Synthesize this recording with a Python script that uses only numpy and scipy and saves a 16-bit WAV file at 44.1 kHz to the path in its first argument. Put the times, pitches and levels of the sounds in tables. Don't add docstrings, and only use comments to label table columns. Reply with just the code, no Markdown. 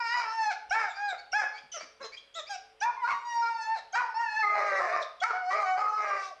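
import sys
import numpy as np
from scipy import signal
from scipy.fft import rfft, irfft, next_fast_len
from scipy.io import wavfile
from scipy.ndimage import uniform_filter1d

SR = 44100
rng = np.random.default_rng(int(sys.argv[2]) if len(sys.argv) > 2 else 0)


def persist_wave(psi):
    counts = np.round(np.clip(psi, -1, 1) * 32767).astype(np.int16)
    wavfile.write(sys.argv[1], SR, np.atleast_2d(counts).T)


N = 282240


def gain_of(db):
    return 10 ** (np.asarray(db) / 20)


def unit_rms(x):
    return x / np.sqrt(np.mean(abs(x) ** 2) + 1e-20)


def curve_at(points, hz):
    point_hz, value = np.transpose(points)
    return np.interp(np.log(hz + 1), np.log(point_hz + 1), value)


def coloured(x, points):
    size = next_fast_len(len(x) + 4096)
    response = gain_of(curve_at(points, np.fft.rfftfreq(size, 1 / SR)))
    return irfft(rfft(x, size) * response, size)[:len(x)]


def flutter(count, hz):
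    step = SR / (8 * hz)
    size = int(count / step) + 64
    rolloff = np.sqrt(1 + (np.fft.rfftfreq(4096) * 8) ** 4)
    motion = unit_rms(irfft(rfft(rng.standard_normal(4096)) / rolloff))
    return np.interp(np.arange(count) / step, np.arange(size), np.resize(motion, size))


def wavering_phase(hz, share, rate_hz):
    return 2 * np.pi * np.cumsum(hz * (1 + share * flutter(len(hz), rate_hz))) / SR


def fades(t, rise_s, fall_s):
    ramp = np.minimum((t - t[0]) / rise_s, (t[-1] - t) / fall_s)
    return np.sin(np.pi / 2 * np.clip(ramp, 0, 1)) ** 2


def arch(start, length, turn):
    progress = np.linspace(0, 1, round(length * SR))
    turn = np.clip(turn, .05, .95)
    before = np.maximum(1 - progress / turn, 0)
    after = np.maximum((progress - turn) / (1 - turn), 0)
    return start + progress * length, before, after


def glide(start, length, turn, first_hz, turn_hz, last_hz, peak_db, ends_db):
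    t, before, after = arch(start, length, turn)
    hz = turn_hz + (first_hz - turn_hz) * before + (last_hz - turn_hz) * after
    return t, hz, peak_db + ends_db * (before + after) ** 2


def mixed(events):
    track = np.zeros(N)
    for start, sound in events:
        part = track[max(round(start * SR), 0):][:len(sound)]
        part += sound[:len(part)]
    return track


# (time [s], pitch [Hz], effort [dB], octave [dB re fundamental], treble harmonics [dB re effort])
OPENING_WHINE = [(0.0, 967, -29, -15, -18), (0.028, 934, -32, -6.5, -22.5), (0.082, 918, -33, -3.5, -11.5),
                 (0.158, 975.3, -27, 4, -17), (0.196, 976.3, -30, -20, -12), (0.26, 873, -36.5, -4.5, -18),
                 (0.33, 907, -38, -6.5, -14.5), (0.396, 891.4, -27.5, -9.5, -19.5),
                 (0.472, 849, -23, -15.5, -16.5), (0.515, 837, -26, -6, -17.5), (0.535, 824, -47, 0.5, -15)]
THIN_WHINE = [(2.965, 1054, -41, -11.5, -28), (2.997, 1069, -50.5, 3.5, -26.5),
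              (3.045, 939.7, -20, -25.5, -23.5), (3.075, 969, -31.5, -10, -19.5),
              (3.108, 1121, -32, 2.5, -8.5), (3.135, 947, -31, -12, -19), (3.19, 941, -39.5, -23, -17),
              (3.251, 949.7, -37, -26, -20), (3.301, 955, -38, -1.5, -8.5), (3.372, 934.2, -23.5, -23, -22),
              (3.525, 925.4, -27.5, -22, -27.5), (3.633, 873.3, -42, -3, -5),
              (3.681, 882, -30, -10.5, -22.5), (3.727, 899.8, -28, -9.5, -26.5),
              (3.778, 900, -39.5, -18, -13)]
SINKING_WHINE = [(4.14, 857, -35.5, -15, -22.5), (4.169, 898.7, -28.5, -16.5, -24),
                 (4.22, 946.7, -25, -11.5, -21.5), (4.285, 862, -36.5, 7.5, -21),
                 (4.333, 852.6, -32.5, -4, -13.5), (4.39, 883.2, -26, 0, -23.5),
                 (4.42, 873, -24, -0.5, -22), (4.447, 826, -19, -24.5, -27.5),
                 (4.51, 829, -24.5, -21.5, -28), (4.555, 832.4, -26.5, -10.5, -22.5),
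                 (4.629, 823.8, -36.5, -11, -14.5), (4.729, 782, -34.5, 2.5, -17),
                 (4.785, 770.3, -32.5, -6, -13.5), (4.81, 700.3, -33, -7.5, -16.5),
                 (4.845, 735.2, -35, -10.5, -15), (4.88, 690, -37, -8, -13.5),
                 (4.93, 737.5, -37.5, -10, -14.5), (4.975, 717.4, -34, -11.5, -18),
                 (5.005, 690.6, -36, -18, -20.5), (5.04, 720, -32.5, -28, -13.5)]
CLOSING_MOAN = [(5.33, 735.8, -29, -20, -29), (5.39, 742, -38.5, 6, -28), (5.451, 720, -34.5, -18, -26),
                (5.5, 755.5, -30, -13.5, -20), (5.535, 793.6, -29.5, -11, -13.5),
                (5.569, 839, -34.5, -4.5, -13.5), (5.62, 805, -31.5, -21.5, -18.5),
                (5.655, 746, -31, -9, -19.5), (5.727, 751, -18.5, -15, -28),
                (5.763, 737.4, -28.5, -14, -27.5), (5.8, 847, -37, -15, -13.5),
                (5.921, 852.3, -32, -21.5, -25), (6.01, 843.6, -39.5, -10, -14),
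                (6.118, 795.3, -35, 0.5, -18), (6.25, 767, -40, -6.5, -9), (6.342, 735, -49.5, -43, -21)]
# (frequency [Hz], gain [dB])
SHUT_MOUTH = [(470, -2.5), (800, -1), (2700, 1.5), (3000, 0), (3550, -5), (4300, 3.5), (5200, -2),
              (6500, -4.5), (9000, -3.5), (12000, -5)]


def whine(rows, drop_share=.24, drop_s=.036, flare_db=2, boost_db=2):
    times, *columns = np.transpose(rows)
    t = np.arange(times[0], times[-1], 1 / SR)
    hz, effort_db, octave_db, treble_db = [
        uniform_filter1d(np.interp(t, times, column), size=400, mode="nearest") for column in columns]
    giving_out = np.maximum(1 - (t[-1] - t) / drop_s, 0)
    hz = hz * (1 - drop_share * giving_out)
    lift_db = flare_db * giving_out
    voice = cry(t, hz, effort_db, octave_db + lift_db, treble_db + lift_db, third_db=-.5)
    return t[0], gain_of(boost_db) * coloured(voice, SHUT_MOUTH)


# (time [s], length [s], place of the top [0-1],
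# first pitch [Hz], top pitch [Hz], last pitch [Hz], attack [s], effort [dB], fade [dB],
# octave [dB re fundamental], treble [dB re effort], overtone change as the mouth closes [dB])
YELPS = [(.706, 0.2, 0.4, 694.5, 904.5, 650, 0.0099, -19.5, -21.5, -1.5, -22, -1),
         (0.965, 0.19, 0.49, 775, 823, 645.5, 0.09, -23.5, -15.5, -3, -26.5, 0.5),
         (1.328, 0.125, 0.4, 693, 852.8, 640, 0.039, -12.5, -26, 1.5, -22, 1.5),
         (1.737, 0.053, 0.12, 730, 690.5, 525, 0.0072, -41, -4.5, 1.5, -8, -5.5),
         (1.796, 0.057, 0.42, 587, 646, 547, 0.0073, -49, -8, 2.5, -7, 8),
         (1.996, 0.042, 0.5, 332, 547.6, 490, 0.015, -44, 6, -2.5, -16, -1),
         (2.034, 0.04, 0.15, 482, 466, 395, 0.0092, -38.5, -5.5, -8.5, -17, -5),
         (2.349, 0.066, 0.22, 618, 671, 571, 0.032, -35.5, -7, 0.5, -9, -4.5),
         (2.49, 0.081, 0.12, 753, 815, 692, 0.018, -31.5, -8, -7, -9.5, -4.5),
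         (2.81, 0.098, 0.81, 745, 965.6, 974, 0.018, -21.5, -2.5, -1.5, -13, -32.5),
         (3.764, 0.037, 0.2, 724, 702, 624, 0.0071, -38.5, -7.5, -9.5, -15.5, -1),
         (3.929, 0.0285, 0.95, 679, 786, 795, 0.024, -24, 7, -4.5, -20, 0.5),
         (3.951, 0.13, 0.37, 877, 997.3, 832, 0.007, -21.5, -18, -5.5, -22, -11.5),
         (4.091, 0.03, 0, 914, 927, 844, 0.0045, -36, -1, -17, -24.5, -3.5),
         (5.212, 0.031, 0.98, 658, 762, 765, 0.014, -22, 2.5, -9.5, -24, 7.5),
         (5.233, 0.092, 0.65, 816, 975, 759.1, 0.005, -24.5, -3.5, -6, -22.5, -1)]
# (time [s], overtone flare [dB])
BITES = [(0.729, 5), (1.342, -3), (2.838, 4), (3.956, 9.5), (5.24, 13.5)]


def yelp(start, length, top, first_hz, top_hz, last_hz, attack_s, effort_db, fade_db,
         octave_db, treble_db, closing_db, swell_from_db=-15, bite_s=.0039):
    t, before, after = arch(start, length, top)
    hz = top_hz + (first_hz - top_hz) * before ** 2.5 + (last_hz - top_hz) * after ** 1.7
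    age = t - start
    envelope_db = swell_from_db * np.maximum(1 - age / attack_s, 0) + fade_db * (age / length) ** 2
    mouth_db = closing_db * np.sin(np.pi / 2 * age / length) ** 2
    bite_db = sum(db * np.exp(-((t - time) / bite_s) ** 2) for time, db in BITES)
    return start, cry(t, hz, effort_db + envelope_db + .27 * bite_db,
                      octave_db + mouth_db + .45 * bite_db, treble_db + mouth_db + bite_db, third_db=-2)


def cry(t, hz, effort_db, octave_db, treble_db, third_db):
    count = len(t)
    half_db, upper_half_db, rough = voice_breaks(t, hz)
    quaver = .003 * flutter(count, 22) + .003 * flutter(count, 51.87)
    lurch = .02275 * flutter(count, 25) + .036 * flutter(count, 150)
    hz = hz * (1 + quaver + rough * lurch)
    phase = 2 * np.pi * np.cumsum(hz) / SR
    base_db = -10 * np.log10(1 + gain_of(half_db) ** 2 + gain_of(octave_db) ** 2)
    doubling_db = np.minimum(half_db - np.maximum(octave_db, -6), 0)
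    folds = low_lines(phase, hz, rough, base_db, half_db)
    folds += overtones(phase, hz, rough, base_db + octave_db, treble_db,
                       doubling_db, base_db + upper_half_db, third_db)
    folds *= throb(phase, rough)
    voice = np.sqrt(2) * folds + breath(phase, rough, effort_db, treble_db)
    return nose(gain_of(effort_db) * voice * rattle(rough), t[0]) * fades(t, .006, .012)


# (from [s], to [s],
# line at 1.5 x pitch [dB re fundamental], line at 2.5 x pitch [dB re fundamental], roughness [0-1])
BREAKS = [(0, 0.13, -3.5, -5, 0.026), (0.147, 0.25, -8, -6.5, 0.34), (0.248, 0.33, -2, -22.5, 0.26),
          (0.535, 0.532, -15, -12, 0.45), (0.756, 0.84, -5.5, -3, 0.33), (1.135, 1.25, -23, -14.5, 0.43),
          (1.392, 1.4, -13, -6.5, 0.076), (1.427, 1.46, -2.5, -2, 0.45), (1.782, 1.99, -3, -1, 0.97),
          (2.016, 2.08, -13, -9.5, 0.31), (2.396, 2.39, -15, -24, 0.37), (2.861, 2.96, -12.5, -9, 0.18),
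          (3.054, 3.08, 3.5, -19, 0.016), (3.08, 3.122, -16, -6.5, 0.59), (3.431, 3.494, -2.5, -18, 0),
          (3.659, 3.64, -7.5, -23, 0.006), (3.778, 3.805, -17, -15, 0.36), (3.963, 4, -0.5, -4, 0.12),
          (3.985, 4.02, -8, -12, 0.46), (4.209, 4.22, -12, -33, 0.075), (4.396, 4.3, -10, -13, 0.033),
          (4.439, 4.5, 0.5, 5.5, .08), (4.462, 4.54, 4.5, -2, 0.058), (4.562, 4.63, -1, -0.5, 0.548),
          (4.67, 4.86, 1, 1, 0.26), (4.796, 4.88, -4.5, -3, 0.73), (4.869, 4.91, -7, -3, 0.55),
          (4.931, 5, -3, -1, .8), (5.242, 5.247, -1.5, 10.5, 0.08), (5.255, 5.32, 4, -7.5, .08),
          (5.294, 5.319, -4.5, -8, 0.69), (5.516, 5.6, 3.5, 2.5, 0.35), (5.561, 5.62, 0.5, -12, 0.54),
          (5.666, 5.7, -13.5, -16.5, 0.0035), (5.782, 5.885, -1.5, -10, 0.466),
          (5.898, 6.3, -1, -23, 0.061), (5.986, 6.05, -2, -2.5, 0.755), (6.113, 6.186, 2, 0, 0.4),
          (6.217, 6.2, -8.5, -5.5, 0.75)]


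def voice_breaks(t, hz, clean_db=-31, clean_rough=.013, slip_s=.022):
    clean = np.array([[clean_db], [clean_db], [clean_rough]])
    state = clean
    for start, end, *broken in BREAKS:
        inside = np.clip(1 + np.minimum(t - start, end - t) / slip_s, 0, 1)
        state = np.maximum(state, clean + inside * (np.array(broken)[:, None] - clean))
    half_db, upper_half_db, rough = state
    sinking = np.maximum(-np.gradient(np.log(hz)) * SR, 0)
    return half_db, upper_half_db, np.clip(rough + .0048 * sinking, 0, 1)


def low_lines(phase, hz, rough, base_db, half_db, trade_db=6.5):
    flip_db = trade_db * np.sqrt(rough) * np.tanh(flutter(len(hz), 25))
    pair = gain_of(-flip_db) * np.cos(phase) + gain_of(half_db + flip_db) * np.cos(1.5 * phase)
    undertone_db = np.minimum(half_db, 6) - 21 + 17 * rough - .06 * np.maximum(hz - 860, 0)
    return gain_of(base_db) * (pair + gain_of(undertone_db) * np.cos(phase / 2))


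def overtones(phase, hz, rough, octave_db, treble_db, doubling_db, upper_half_db, third_db,
              top_hz=6200, top_db_per_octave=-4.5, fading_db=5):
    lines = np.zeros(len(hz))
    for multiple in np.arange(2, 16, .5):
        height = np.clip(((multiple - 2) * hz - 500) / 1700, 0, 1)
        line_db = (1 - height) * octave_db + height * treble_db
        if multiple == 2.5:
            line_db = upper_half_db
        elif multiple == 3:
            line_db = line_db + third_db
        elif multiple % 1:
            line_db = line_db + doubling_db - 4 * height
        rolloff_db = top_db_per_octave * np.maximum(np.log2(multiple * hz / top_hz), 0)
        swell_db = fading_db * height * (2 * np.tanh(flutter(len(hz), 16) / 2) - .3)
        fray = height * (.1 + 1.25 * np.sqrt(rough)) * flutter(len(hz), 200)
        line = np.cos(multiple * phase + fray + rng.uniform(0, 2 * np.pi))
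        lines += gain_of(line_db + rolloff_db + swell_db) * line
    return lines


def throb(phase, rough, depth=.37, shimmer=.34):
    beat = np.cos(phase / 4 + 2.04 * flutter(len(phase), 23))
    swing = 1 + 2 * rough * (depth * beat + shimmer * np.tanh(flutter(len(phase), 150)))
    return swing / np.sqrt(1 + 2 * rough ** 2 * (depth ** 2 + shimmer ** 2))


def rattle(rough, rate_hz=95.05, uneven=.3, decay_cycles=.22, depth=1.58):
    cycles = np.cumsum(rate_hz * (1 + uneven * flutter(len(rough), 80))) / SR
    slaps = np.exp(-(cycles % 1) / decay_cycles) * gain_of(2.7 * flutter(len(rough), 70))
    slaps = uniform_filter1d(slaps, size=30, mode="nearest")
    return 1 + depth * rough * (slaps - slaps.mean())


# (frequency [Hz], gain [dB])
HISS = [(1500, -32), (3200, -10), (4200, -1.5), (6500, 2), (9000, -0.5), (13000, -12)]
AIR = [(300, 6.5), (700, -14), (1300, -8.5), (2200, 22), (3200, -17.5), (6000, -10), (12000, -22)]


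def breath(phase, rough, effort_db, treble_db, clean_db=-36, hoarse_db=-16):
    puffs = rng.standard_normal(len(phase)) * (1 + .5 * np.cos(phase / 2))
    feeble_db = 1.1 * np.clip(-35 - effort_db, 0, 16)
    air = gain_of(feeble_db) * unit_rms(coloured(puffs, AIR))
    hiss = gain_of(treble_db - 10) * unit_rms(coloured(puffs, HISS))
    return air * (gain_of(clean_db) + rough * gain_of(hoarse_db)) + hiss


# (time [s], antiresonance [Hz], resonance [Hz], resonance gain [dB])
NOSE = [(0.05, 3230, 5080, 15), (0.22, 3450, 5030, 4.5), (0.36, 3650, 5330, 10.5),
        (0.501, 3180, 5350, -3.5), (0.74, 3510, 5040, 12.5), (1.03, 3040, 4950, 2), (1.37, 4048, 5250, 6),
        (2.4, 4600, 5650, -5), (2.84, 3100, 5470, 2.5), (3.25, 3350, 5740, 0.5), (3.48, 3380, 5000, 15),
        (3.7, 3270, 4170, 1), (4.161, 3840, 5457, 9.5), (4.35, 3350, 4160, 8), (4.8, 3160, 4120, -6),
        (5.4, 3530, 4720, 7), (5.75, 3490, 4480, -1), (6.3, 3150, 4270, -9)]


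def nose(x, start, notch_db=-13, notch_width_hz=210, ring_width_hz=290):
    hz, t, spectrum = signal.stft(x, SR, nperseg=512)
    times, *columns = np.transpose(NOSE)
    notch_hz, ring_hz, ring_db = [np.interp(start + t, times, column) for column in columns]
    colour_db = notch_db * np.exp(-((hz[:, None] - notch_hz) / notch_width_hz) ** 2)
    colour_db += ring_db * np.exp(-((hz[:, None] - ring_hz) / ring_width_hz) ** 2)
    return signal.istft(spectrum * gain_of(colour_db), SR, nperseg=512)[1][:len(x)]


# (time [s], length [s], place of the turn [0-1], first pitch [Hz],
# turn pitch [Hz], last pitch [Hz], level [dB], octave [dB re fundamental])
WHISTLES = [(0.693, 0.051, 0.27, 2970, 2770, 2800, -37.5, 4),
            (0.882, 0.048, 0.6, 3870, 3660, 3270, -40.5, -0.5),
            (0.939, 0.067, 0.42, 2290, 2390, 2420, -42.5, 2),
            (1.076, 0.043, 0.73, 4150, 3730, 3560, -31.5, -4),
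            (1.176, 0.032, 0.73, 2140, 2260, 2200, -45.5, 7),
            (1.315, 0.034, 0.38, 3010, 2730, 2824, -35, 5.5),
            (1.527, 0.074, 0.58, 2188, 2270, 2560, -42, -0.5),
            (1.571, .03, .5, 3030, 3300, 3520, -42.5, -13),
            (1.714, 0.04, 0.34, 3286, 2913, 3104, -33.5, 3.5),
            (1.737, 0.058, 0.3, 2945, 3170, 2600, -38, 6), (1.79, 0.059, 0.4, 2158, 2330, 2317, -43, 3.5),
            (2.01, 0.08, 0.44, 1993, 2065, 2006, -52.5, 13.5),
            (2.023, 0.033, 0.3, 2780, 2550, 2590, -48, 6), (2.039, .035, 0.5, 3470, 3380, 3060, -51.5, 10),
            (2.117, 0.042, 0.72, 2190, 2414, 2516, -38.5, -1.5),
            (2.166, 0.028, 0.48, 3030, 3290, 3550, -34, -18),
            (2.338, 0.047, 0.55, 3140, 3790, 3830, -33, -0.5),
            (2.375, 0.039, 0.58, 3860, 3660, 3120, -30.5, -5.5),
            (2.462, 0.039, 0.53, 2154, 2480, 2750, -43.5, 4),
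            (2.499, 0.0803, 0.61, 2500, 2630, 2660, -44, 1.5),
            (2.534, .035, .6, 2800, 2890, 2880, -44.5, 3), (2.8, 0.02, 0.55, 3044, 2890, 2820, -39.5, 6.5),
            (3.758, 0.038, 0.34, 5170, 4250, 3670, -37.5, -14),
            (3.921, 0.016, 0.66, 3180, 3230, 3300, -44.5, 11.5),
            (5.016, 0.025, 0.42, 4266, 3720, 3250, -31.5, -14),
            (5.198, 0.023, 0.35, 3300, 3343, 3310, -31, -14.5)]


def whistle(row, octave_db, scratch=.39, breath_db=-14):
    t, hz, level_db = glide(*row, ends_db=-11.5)
    phase = wavering_phase(hz, share=.0098, rate_hz=260)
    upper = gain_of(octave_db) * (np.sin(2 * phase) + gain_of(-14) * np.sin(3 * phase))
    tone = (np.sin(phase) + upper) * unit_rms(1 + scratch * flutter(len(t), 450))
    hiss = unit_rms(coloured(rng.standard_normal(len(t)), HISS))
    air = gain_of(breath_db) * np.hypot(1, gain_of(octave_db)) * hiss
    return t[0], gain_of(level_db) * (np.sqrt(2) * tone + air) * fades(t, .007, .008)


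# (time [s], length [s], place of the turn [0-1],
# first pitch [Hz], turn pitch [Hz], last pitch [Hz], level [dB])
GROWLS = [(4.431, 0.3, 0.62, 236.5, 203.1, 202, -31.5), (4.662, .17, 0.49, 197.4, 193.8, 184.3, -29),
          (4.79, .24, 0.7, 204.9, 222.3, 206.7, -31), (5.492, 0.12, .52, 185.9, 211.3, 218.6, -25),
          (5.776, 0.11, .4, 201.5, 185.6, 163.7, -41.5), (5.95, .29, .55, 220, 202.9, 199.6, -36)]
# (multiple of the pitch, level [dB])
GROWL_PARTIALS = [(2, -0.5), (3, 13.5), (5, -10), (6, 4.5), (7, 1.5), (8, -5.5), (9, 5), (10, 9), (11, 9),
                  (12, -5.5)]


def growl(row, shimmer=.52):
    t, hz, level_db = glide(*row, ends_db=-10)
    phase = wavering_phase(hz, share=.0257, rate_hz=75.1)
    buzz = sum(gain_of(db) * np.cos(k * phase + rng.uniform(0, 2 * np.pi)) for k, db in GROWL_PARTIALS)
    buzz = unit_rms(buzz * (1 + shimmer * flutter(len(t), 80)))
    return t[0], gain_of(level_db) * buzz * fades(t, .09, .0047)


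# (time [s], length [s], place of the turn [0-1],
# first pitch [Hz], turn pitch [Hz], last pitch [Hz], level [dB], flutter depth [0-1])
SQUEALS = [(3.077, 0.074, .55, 985, 1165, 1122, -30, 0.47),
           (3.949, .06, 0.21, 1323, 1383, 1500, -26.5, .15), (4.785, .08, .35, 1301, 1230, 1153, -33, 0.93),
           (4.912, 0.084, 0.46, 1119, 1187, 1318, -32.5, .8), (5.237, .02, 0.5, 1295, 1322, 1326, -18, .05),
           (5.25, .042, .65, 1341, 1404, 1465, -29.5, .15), (5.51, .05, .5, 1109, 1189, 1185, -27.5, 0.65),
           (5.586, .065, .5, 1259, 1216, 1144, -29.5, .4), (5.774, .14, .8, 1225, 1265, 1270, -29, 0.6),
           (5.959, 0.052, 0.7, 1275, 1269, 1240, -34.5, .35), (6.098, 0.05, .3, 1167, 1198, 1193, -28, .4)]


def squeal(row, depth, octave_db=-24):
    t, hz, level_db = glide(*row, ends_db=-8)
    phase = wavering_phase(hz, share=.008, rate_hz=40)
    swing = unit_rms(1 + depth * (flutter(len(t), 75) + 1j * flutter(len(t), 75)))
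    tone = (swing * (np.exp(1j * phase) + gain_of(octave_db) * np.exp(2j * phase))).real
    return t[0], np.sqrt(2) * gain_of(level_db) * tone * fades(t, .005, .011)


# (time [s], length [s], level [dB])
RASPS = [(0.507, 0.037, -35), (2.04, 0.035, -40), (3.775, 0.028, -43), (5.236, 0.019, -33),
         (5.513, .045, -39.5), (6.071, .04, -45), (6.22, 0.079, -44)]
# (frequency [Hz], gain [dB])
RASP_COLOUR = [(1500, -25.5), (2800, 1), (4200, -1.5), (6000, -2), (9000, -6), (13000, -14.5)]


def rasp(start, length, level_db):
    t = np.arange(0, length, 1 / SR)
    puffs = rng.standard_normal(len(t)) * rattle(np.ones(len(t)))
    air = unit_rms(coloured(puffs, RASP_COLOUR))
    return start, gain_of(level_db) * air * fades(t, .006, .0095)


# (frequency [Hz], gain [dB])
THROAT = [(150, -27.5), (300, -22.5), (385, -3.5), (480, -1.5), (620, -2.5), (950, -4.5), (1060, 0),
          (1200, 1), (2150, -5.5), (2620, -10.5), (2850, -15), (3300, -10.5), (3600, -9.5), (3800, -11.5),
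          (4270, -10.5), (4650, -12.5), (5070, -8), (5800, -9.5), (6600, -15.5), (8000, -24),
          (10000, -36.5), (13000, -43)]


def dog():
    calls = [whine(rows) for rows in (OPENING_WHINE, THIN_WHINE, SINKING_WHINE, CLOSING_MOAN)]
    calls += [yelp(*row) for row in YELPS]
    calls += [whistle(row, octave_db) for *row, octave_db in WHISTLES]
    calls += [growl(row) for row in GROWLS]
    calls += [squeal(row, depth) for *row, depth in SQUEALS]
    calls += [rasp(*row) for row in RASPS]
    return coloured(mixed(calls), THROAT)


# (time [s], pitch [Hz], level [dB])
THUMPS = [(0.69, 54.4, -57), (1.32, 55, -53), (1.63, 198, -63), (1.821, 268, -56.5), (1.998, 299, -56),
          (2.81, 53.7, -63), (2.88, 150, -66), (3.119, 175, -57.5)]


def thump(start, hz, level_db, rise_s=.012):
    t = np.arange(0, .2, 1 / SR)
    modes = sum(np.sin(2 * np.pi * (hz * ratio * t + rng.random())) for ratio in (.7, 1, 1.25))
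    return start, gain_of(level_db) * modes * t / rise_s * np.exp(-t / rise_s)


# (frequency [Hz], time to fall 60 dB [s])
ROOM_DECAY = [(300, 0.32), (800, 0.49), (2000, 0.42), (5000, 0.51), (9000, 0.17)]
# (delay [s], level [dB])
REFLECTIONS = [(.0012, -28), (.0031, -15), (.0052, -26), (.0087, -19), (.0134, -15), (.019, -11)]


def bedroom(x, tail_db=-8):
    slots = np.arange(300, SR - 20, 20)
    taps = np.zeros(SR)
    taps[slots + rng.integers(0, 20, len(slots))] = rng.choice([-1., 1.], len(slots))
    hz, t, spectrum = signal.stft(taps, SR, nperseg=256)
    decay = gain_of(-60 * t / curve_at(ROOM_DECAY, hz)[:, None])
    tail = signal.istft(spectrum * decay, SR, nperseg=256)[1]
    response = gain_of(tail_db) * tail / np.linalg.norm(tail)
    response[0] += 1
    for delay, db in REFLECTIONS:
        response[round(delay * SR)] += gain_of(db)
    return signal.fftconvolve(x, response / np.linalg.norm(response))[:N]


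# (frequency [Hz], level [dB])
HUM = [(441.4, -76.5), (554.5, -77)]
# (frequency [Hz], relative density [dB])
ROOM_NOISE = [(20, -12.5), (50, 1), (90, -7), (200, -10), (330, -5.5), (490, -2), (700, -3.5), (1500, -4),
              (3000, -5), (6000, -24), (9000, -22.5), (13000, -37.5)]


def room_tone(noise_db=-68, waver=.65):
    t = np.arange(N) / SR
    hum = sum(gain_of(db) * (1 + waver * flutter(N, 5.1)) * np.sin(2 * np.pi * hz * t) for hz, db in HUM)
    noise = unit_rms(coloured(rng.standard_normal(N), ROOM_NOISE))
    return np.sqrt(2) * hum + gain_of(noise_db) * noise


def scene():
    crate = dog() + mixed(thump(*row) for row in THUMPS)
    return (bedroom(crate) + room_tone())[None]


def record(dry, threshold_db=-28.5, squeeze=.73, recovery_db_per_s=120, makeup_db=1,
           bend_db=-11, low_cut_hz=40, edge_hz=13600):
    x = dry[0]
    power_db = 10 * np.log10(abs(uniform_filter1d(x ** 2, size=300)) + 1e-12)
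    recovery_db = np.arange(N) * recovery_db_per_s / SR
    held_db = np.maximum.accumulate(power_db + recovery_db) - recovery_db
    over_db = np.maximum(held_db - threshold_db, 0)
    x = x * gain_of(makeup_db - squeeze * uniform_filter1d(over_db, size=150))
    low_cut = signal.butter(2, low_cut_hz, "highpass", fs=SR, output="sos")
    x = x + gain_of(bend_db) * signal.sosfilt(low_cut, x ** 2)
    band_limit = signal.firwin(511, edge_hz, window=("kaiser", 9), fs=SR)
    return signal.oaconvolve(x, band_limit, "same")[None]


dry = scene()
out = record(dry)
persist_wave(out)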